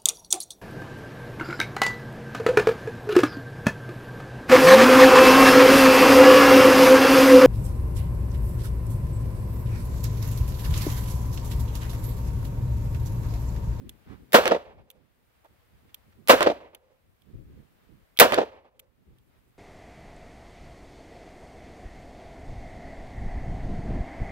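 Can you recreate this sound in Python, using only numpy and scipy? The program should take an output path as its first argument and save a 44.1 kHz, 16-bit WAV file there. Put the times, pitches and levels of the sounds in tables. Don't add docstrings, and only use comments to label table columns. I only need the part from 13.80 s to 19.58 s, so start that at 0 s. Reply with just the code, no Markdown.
import sys
import numpy as np
from scipy import signal
from scipy.fft import rfft, irfft, next_fast_len
from scipy.io import wavfile
from scipy.ndimage import uniform_filter1d, map_coordinates

SR = 44100
rng = np.random.default_rng(int(sys.argv[2]) if len(sys.argv) > 2 else 0)


def convert_level_to_amplitude(level_db):
    exponent = np.asarray(level_db, float) / 20
    return 10 ** exponent


def master_out(mix):
    frames = np.transpose(np.atleast_2d(mix))
    ceiling = np.clip(frames, -1, 1)
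    pcm = np.round(ceiling * 32767).astype(np.int16)
    wavfile.write(sys.argv[1], SR, pcm)


N = 254898


def unit(x):
    return x / np.sqrt(np.mean(x ** 2) + 1e-20)


def noise(*shape):
    return rng.standard_normal(shape)


def along(points, hz):
    f, v = np.transpose(points)
    return np.interp(np.log(hz + 1), np.log(f + 1), v)


def wobble(knots_per_s):
    knots = noise(int(N * knots_per_s / SR) + 4)
    return map_coordinates(knots, [np.arange(N) * knots_per_s / SR])


def filtered(x, response):
    size = next_fast_len(x.shape[-1] + 4096)
    gain = response(np.fft.rfftfreq(size, 1 / SR))
    gain = gain / np.sqrt(np.mean(abs(gain) ** 2))
    return irfft(rfft(x, size) * gain, size)[..., :x.shape[-1]]


def coloured(x, spectrum):
    points = [(1, -120)] + spectrum + [(SR, -90)]
    return filtered(x, lambda hz: convert_level_to_amplitude(along(points, hz)))


def resonances(modes):
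    def response(f):
        total = 0
        for k, (centre, width, db) in enumerate(modes):
            damping = 1j * f * width
            total = total + (-1) ** k * convert_level_to_amplitude(db) * damping / (centre * centre - f * f + damping)
        return total
    return response


def swell(t, rise_s, t60_s):
    t = np.maximum(t, 0)
    return (1 - np.exp(-t / rise_s)) * convert_level_to_amplitude(-60 * t / t60_s)


def pan(db):
    return db * np.array([[.5], [-.5]])


def add(out, sound, s):
    part = out[:, round(s * SR):][:, :sound.shape[1]]
    part += sound[:, :part.shape[1]]


# (frequency [Hz], left-right likeness [0-1])
PORT_LIKENESS = [(60, 0.24), (130, .94), (380, .92), (700, 0.25), (1200, 0.97), (2400, 0.63), (6000, .5),
                 (15000, .55)]
# (frequency [Hz], left lead [rad])
PORT_LEAD = [(20, 0), (300, -0.5), (600, -0.46), (1400, -2), (2400, -1.5), (4000, -1.8), (15000, -1.5)]
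# (frequency [Hz], left minus right [dB])
PORT_LEAN = [(60, -1.0), (180, -2.5), (550, -1), (1650, -2), (4970, -3.5), (15000, 1.5)]


def ports(pair):
    size = pair.shape[1] + 512
    hz = np.fft.rfftfreq(size, 1 / SR)
    turn = np.arccos(np.clip(along(PORT_LIKENESS, hz), 0, 1)) / 2
    mid, side = rfft(pair, size) * [np.cos(turn), np.sin(turn)]
    skew = convert_level_to_amplitude(along(PORT_LEAN, hz) / 2) * np.exp(.5j * along(PORT_LEAD, hz))
    return irfft([(mid + side) * skew, (mid - side) / skew], size)[:, :pair.shape[1]]


# (loud body onset [s], muzzle crack [dB], answer [dB], boom pitch [Hz], gain control dip [dB])
SHOTS = [
    (0.5425, -19, 3.5, 491.3, 10),
    (2.4950, -18, 4.5, 549.6, 8),
    (4.4098, 0, 2.5, 530, 12),
]
# (centre [Hz], width [Hz], level [dB])
FRAME_MODES = [(700, 1200, -10), (2100, 310, 3), (3600, 1400, -1.5), (6000, 2600, -5.5),
               (12000, 6000, -9.5)]
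# (centre [Hz], width [Hz], level [dB])
GAS_MODES = [(485, 96, 2.5), (1800, 1500, -1.5), (5800, 3000, -9.5), (13363, 17000, -9.5)]
HAMMER_DB = -17.5


def shots():
    lead_in_s = .04
    out, t = np.zeros((2, N)), np.arange(SR) / SR - lead_in_s
    ground = noise(3, 2, SR)
    boulders = convert_level_to_amplitude(1.2 * wobble(77)[:SR])
    for s, crack_db, answer_db, boom_hz, _ in SHOTS:
        fresh = noise(5, 2, SR)
        facets = np.cos(.7) * ground + np.sin(.7) * fresh[:3]
        sound = convert_level_to_amplitude(answer_db) * terrain(t, boulders * facets, boom_hz)
        blow = swell(t + .0205, .0001, .03) + 4 * swell(t + .0205, .0001, .003)
        sound += convert_level_to_amplitude(crack_db + HAMMER_DB) * ports(filtered(blow * fresh[3], resonances(FRAME_MODES)))
        held = swell(t + .0115, 0.00012, 0.099) * (t < .001)
        sound += convert_level_to_amplitude(crack_db) * ports(filtered(held * fresh[4], resonances(GAS_MODES)))
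        add(out, sound, s - lead_in_s)
    return out


def clumped(pair, chance, depth_db):
    z = signal.stft(pair, nperseg=128)[2]
    field = chance[:z[0].size].reshape(z[0].shape)
    field = uniform_filter1d(field, size=2, axis=0)
    field = uniform_filter1d(field, size=6, axis=1)
    return signal.istft(z * convert_level_to_amplitude(depth_db * unit(field)), nperseg=128)[1][:, :pair.shape[1]]


# (delay [s], rise [s], t60 [s], boom [dB], middle over boom [dB])
SLOPES = [(-.001, 0.0017, 0.18, -8.5, 0), (.002, 0.0033, .07, -3.5, -13.5), (.02, .01, 0.18, -22, 0.5),
          (.036, .006, 0.1, -8.5, -17), (0.06, .01, .5, -30, -2), (.111, .002, .07, -16, -8),
          (.12, 0.0022, 0.19, -22, -4.5), (0.155, .004, .06, -21, -8), (.166, 0.003, 0.06, -12, -8.5),
          (0.173, 0.0036, .06, -5.5, -13.5), (.191, .003, 0.05, -15, -11), (.203, .003, 0.05, -13.5, -14),
          (.217, .004, .07, -19.5, -17), (.245, .02, 0.19, -35, -12), (0.302, 0.011, 0.46, -47, -10),
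          (0.347, 0.016, 0.175, -47, -3.5), (.39, 0.025, .3, -61, -3.5), (0.432, .01, 0.2, -51.5, -7),
          (.5, 0.057, 0.66, -58.5, -12), (0.602, 0.025, 0.19, -54, -17)]
# (centre [Hz], 1 = boom pitch; width [Hz], level [dB])
BOOM_LOBES = [(225, 85, -12), (344, 130, -7.5), (1, 174, -0.5), (706, 314, -7)]
# (frequency [Hz], level [dB])
DEEP = [(15, -13), (35, -5), (65, -0.5), (110, -6), (160, -23.5), (300, -69)]
# (frequency [Hz], level [dB])
NEAR_MIDDLE = [(500, -35), (900, 0.5), (1500, 0), (2200, -8), (3000, -8), (4200, -13.5), (6000, -22.5),
               (9000, -38.5)]
# (frequency [Hz], level [dB])
FAR_MIDDLE = [(450, -27), (800, 3), (1000, 0), (1400, -7.5), (2500, -9.5), (3500, -17), (5000, -27)]
# (frequency [Hz], level [dB])
TOP = [(2500, -27), (5000, -0.5), (8000, -2), (10500, -3.5), (13000, 0.5), (15800, -1)]
TOP_DB, EARLY_SCATTER_DB = -12, -1.2
AIR_DB_PER_S, SCRUB_DB_PER_S2 = 20, 680


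def terrain(t, facets, boom_hz):
    boom_power, middle_power, top_power = 0, 0, 0
    for s, rise_s, t60_s, db, mid_db in SLOPES:
        top_db = db + mid_db + TOP_DB - AIR_DB_PER_S * s - SCRUB_DB_PER_S2 * s * s
        short_tail = swell(t - s, rise_s, t60_s * 0.8)
        boom_power = boom_power + (convert_level_to_amplitude(db) * short_tail) ** 2
        middle_power = middle_power + (convert_level_to_amplitude(db + mid_db) * swell(t - s, rise_s, t60_s * 0.87)) ** 2
        top_power = top_power + (convert_level_to_amplitude(top_db) * short_tail) ** 2
    boom, middle, top = np.sqrt([boom_power, middle_power, top_power])

    lobes = resonances([(boom_hz if hz == 1 else hz, w, db) for hz, w, db in BOOM_LOBES])
    full_blast = filtered(facets[0], lambda f: lobes(f) * (1j * f / (105 + 1j * f)) ** 2)
    main_lobe = filtered(facets[0], resonances([(526, 57, 0)]))
    narrow = np.clip((t - .45) / 0.11, 0, 1)
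    wave = (1 - narrow) * full_blast + narrow * main_lobe
    wave /= np.sqrt(abs(uniform_filter1d(wave ** 2, size=500)) + 0.21)

    rumble = convert_level_to_amplitude(-46.0) * coloured(swell(t, 0.017, 0.87) * facets[0, ::-1, ::-1], DEEP)
    near = convert_level_to_amplitude(EARLY_SCATTER_DB * convert_level_to_amplitude(-60 * np.maximum(t, 0) / 0.36))
    far = np.clip((t - .2) / .15, 0, 1) * np.pi / 2
    scatter = coloured(middle * near * np.cos(far) * facets[1], NEAR_MIDDLE)
    scatter = scatter + coloured(middle * np.sin(far) * facets[1], FAR_MIDDLE)
    scatter = clumped(scatter, facets[2].ravel()[::-1], depth_db=1.0)
    treble = coloured(top * near * facets[2], TOP)
    return ports(boom * wave + rumble + scatter + treble)


# (delay [s], peak [dB], centre [Hz], left minus right [dB], grit [dB])
FACES = [
    (0.1123, -9.5, 2302, -5, -17),
    (0.1339, -10, 3200, -4, -10),
]
PATH_RATIO = [1.012, .997, .999]
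# (frequency [Hz], level [dB])
GRIT = [(1500, -12.5), (3000, 2.5), (9000, -0.5), (15000, -11)]


def faces():
    out, t = np.zeros((2, N)), np.arange(SR // 20) / SR
    for shot, ratio in zip(SHOTS, PATH_RATIO):
        for delay_s, db, hz, pan_db, grit_db in FACES:
            u = (t - np.array([[.0005], [.0003]])) * hz * 3.5
            dip = (u * u - 1) * np.exp(-u * u / 2)
            grit = convert_level_to_amplitude(grit_db) * coloured(swell(t - .0004, .0001, .007) * noise(2, len(t)), GRIT)
            add(out, convert_level_to_amplitude(db + 2.5 + pan(pan_db)) * (dip + grit), shot[0] + ratio * delay_s)
    return out


# (time [s], peak [dB], low part [dB], left minus right [dB], frame ring
# [dB])
TICKS = [(0.093, -29.5, -9.5, -2.5, -6), (1.1018, -37.5, -8, -4, -3), (1.1114, -45.5, -13, 6, 3),
         (1.6444, -54, -8, 0.5, 2), (1.6564, -57.5, -7, -1.5, -2), (2.144, -29, -10.5, -1.5, -6),
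         (2.9479, -33, -7, -0.5, -0.5), (3.4194, -54, -2.5, -3, -8), (4.9932, -43, -10, -6, 0),
         (4.9965, -36, -11.5, 1.5, -2), (5.3844, -55, -3, 0, -6),
         (4.3644, -43.5, 9, 0, 17.5),
    (4.3725, -28, -3.5, -2, -6),
]
# (centre [Hz], width [Hz], level [dB])
STEEL_MODES = [(1400, 780, -9.5), (2270, 470, -0.5), (3300, 577, 1), (6400, 1100, -8.5), (9800, 3400, -7.5),
               (12760, 510, 3), (14500, 2000, -7)]
TICK_T60_S = 0.019


def lock():
    out, t = np.zeros((2, N)), np.arange(SR // 10) / SR
    for s, db, low_db, pan_db, frame_db in TICKS:
        parts = []
        for hz, width, level in STEEL_MODES:
            level = level + (low_db + 10) * (hz < 5000) + frame_db * (hz < 2600)
            parts.append((hz, width, level))
        burst = filtered(swell(t, 0.00025, TICK_T60_S) * noise(2, len(t)), resonances(parts))
        add(out, convert_level_to_amplitude(db - 3.5 + pan(pan_db)) * ports(burst), s)
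    return out


# (time [s], half length [s], level [dB], centre [Hz])
SCUFFS = [
    (0.318, 0.04, -59.5, 1150),
    (1.655, 0.013, -58, 654),
    (2.099, 0.017, -71.5, 1950),
    (2.329, .006, -68.5, 1960),
]


def scuffs():
    out, t = np.zeros((2, N)), np.arange(-SR // 10, SR // 10) / SR
    for s, half_s, db, hz in SCUFFS:
        rub = np.exp(-(t / half_s) ** 2) * noise(2, len(t)) * convert_level_to_amplitude(5.9 * noise(len(t)))
        band = resonances([(hz, 1.2 * hz, 0)])
        add(out, convert_level_to_amplitude(db) * ports(filtered(rub, lambda f: band(f) ** 2)), s + t[0])
    return out


# (start [s], hold [s], windward port [dB], left minus right [dB], flutter over thud [dB])
GUSTS = [(-.03, 0.021, -44, -16, 1), (.04, 0.032, -44.5, 19, -3.5), (.26, 0.058, -45, -11, 2),
         (.38, 0.082, -52, 22, 5), (0.857, 0.16, -47, 3, -3.5), (1.12, .1, -56.5, -19, -1),
         (1.7, 0.022, -58, -10, -9.5), (1.9, .03, -59.5, -13, -7), (2.02, .05, -68, -3, 4),
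         (2.11, 0.033, -58.5, 2.5, -8), (2.24, .05, -62, 4.5, -0.5), (2.35, 0.14, -59.5, -3, 4.5),
         (3.23, 0.044, -58.5, 4, -8.5), (3.41, 0.075, -56.5, -14.5, 3.5), (3.53, .03, -40, 4, -2.5),
         (3.58, 0.075, -51, 0, -4), (3.69, 0.091, -50.5, -10.5, -2), (4.01, 0.14, -63, -12, 6.5),
         (4.11, .04, -57, 2.5, -11), (5.03, .03, -58, -7, -7), (4.95, .04, -59, -2, -2),
         (5.17, .05, -58.5, 1, 0.5), (5.25, .13, -52.5, 3.5, -4.5), (5.55, 0.15, -63.5, -18, -.5),
         (5.69, 0.037, -55, -18, -11.5)]
# (frequency [Hz], level [dB])
FLUTTER = [(70, -23), (120, -1), (250, -6.5), (400, -12), (550, -23), (900, -70.5)]
GUST_RISE_S, GUST_T60_S = 0.0074, 0.53
BREEZE_DB, FLUTTER_DB = -68, -70


def wind():
    t = np.arange(N) / SR
    deep_power, upper_power = convert_level_to_amplitude(2 * BREEZE_DB), convert_level_to_amplitude(2 * FLUTTER_DB)
    for s, hold_s, db, pan_db, flutter_db in GUSTS:
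        rise = 1 - np.exp(-np.maximum(t - s, 0) / GUST_RISE_S)
        shape = rise * convert_level_to_amplitude(-60 * np.maximum(t - s - hold_s, 0) / GUST_T60_S)
        power = (convert_level_to_amplitude(db + np.minimum(0, [[pan_db], [-pan_db]])) * shape) ** 2
        deep_power = deep_power + power
        upper_power = upper_power + convert_level_to_amplitude(2 * flutter_db) * power
    eddies = np.array([wobble(24), wobble(22)])

    def lumps(depth_db):
        fine = np.array([wobble(45), wobble(44)])
        return convert_level_to_amplitude(depth_db * np.tanh(0.72 * eddies + 0.44 * fine))

    deep = unit(lumps(8) * coloured(noise(2, N), DEEP))
    upper = unit(lumps(7.1) * coloured(noise(2, N), FLUTTER))
    return np.sqrt(deep_power) * deep + np.sqrt(upper_power) * upper


# (frequency [Hz], level [dB])
DISTANT = [(250, -20), (450, -0.5), (1000, -5), (2000, -7), (3500, -13), (5000, -18.5), (7000, -30.5)]
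# (frequency [Hz], level [dB])
HISS = [(3000, -11.5), (5000, -7), (7000, -4.5), (9000, -3.5), (11000, -3), (13500, 0.5), (15800, 0.5)]
AIR_DB, AIR_EASES_DB_PER_S = -67, 0.59
HISS_DB, HISS_EASES_DB_PER_S = -74, 0.41
INSECT_DB, INSECT_PULSE_HZ = -84, 9.7


def background():
    t = np.arange(N) / SR
    air = convert_level_to_amplitude(AIR_DB - AIR_EASES_DB_PER_S * t + 1.2 * wobble(11)) * coloured(noise(2, N), DISTANT)
    hiss = convert_level_to_amplitude(HISS_DB - HISS_EASES_DB_PER_S * t) * coloured(noise(2, N), HISS)
    pulse = np.maximum(np.sin(2 * np.pi * INSECT_PULSE_HZ * t + .4), 0) * convert_level_to_amplitude(2.5 * wobble(2.5))
    chirr = filtered(noise(2, N), resonances([(9000, 900, 0)]))
    return air + hiss + convert_level_to_amplitude(INSECT_DB) * pulse * chirr


HELD_S, RECOVER_S = .6, .27


def gain_control():
    t = np.arange(N) / SR
    gain_db = np.zeros(N)
    for s, *_, dip_db in SHOTS:
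        gain_db -= dip_db * (t > s) * np.exp(-np.maximum(t - s - HELD_S, 0) / RECOVER_S)
    return gain_db


def scene():
    surroundings = wind() + background()
    return shots() + faces() + lock() + scuffs() + convert_level_to_amplitude(gain_control()) * surroundings


# (frequency [Hz], level [dB])
BAND_EDGE = [(15650, 0), (15850, -8), (16350, -32.5)]


def band_limit(x):
    return signal.sosfilt(signal.butter(12, 16400, fs=SR, output="sos"), x)


def record(dry):
    clipped = dry / (1 + abs(dry / 1.03) ** 16) ** (1 / 16)
    size = next_fast_len(N)
    hz = np.fft.rfftfreq(size, 1 / SR)
    gain = convert_level_to_amplitude(along(BAND_EDGE, hz)) * hz / np.hypot(hz, 25)
    mix = irfft(rfft(clipped, size) * gain, size)[:, :N]
    return band_limit(mix)


dry = scene()
out = record(dry)
master_out(out)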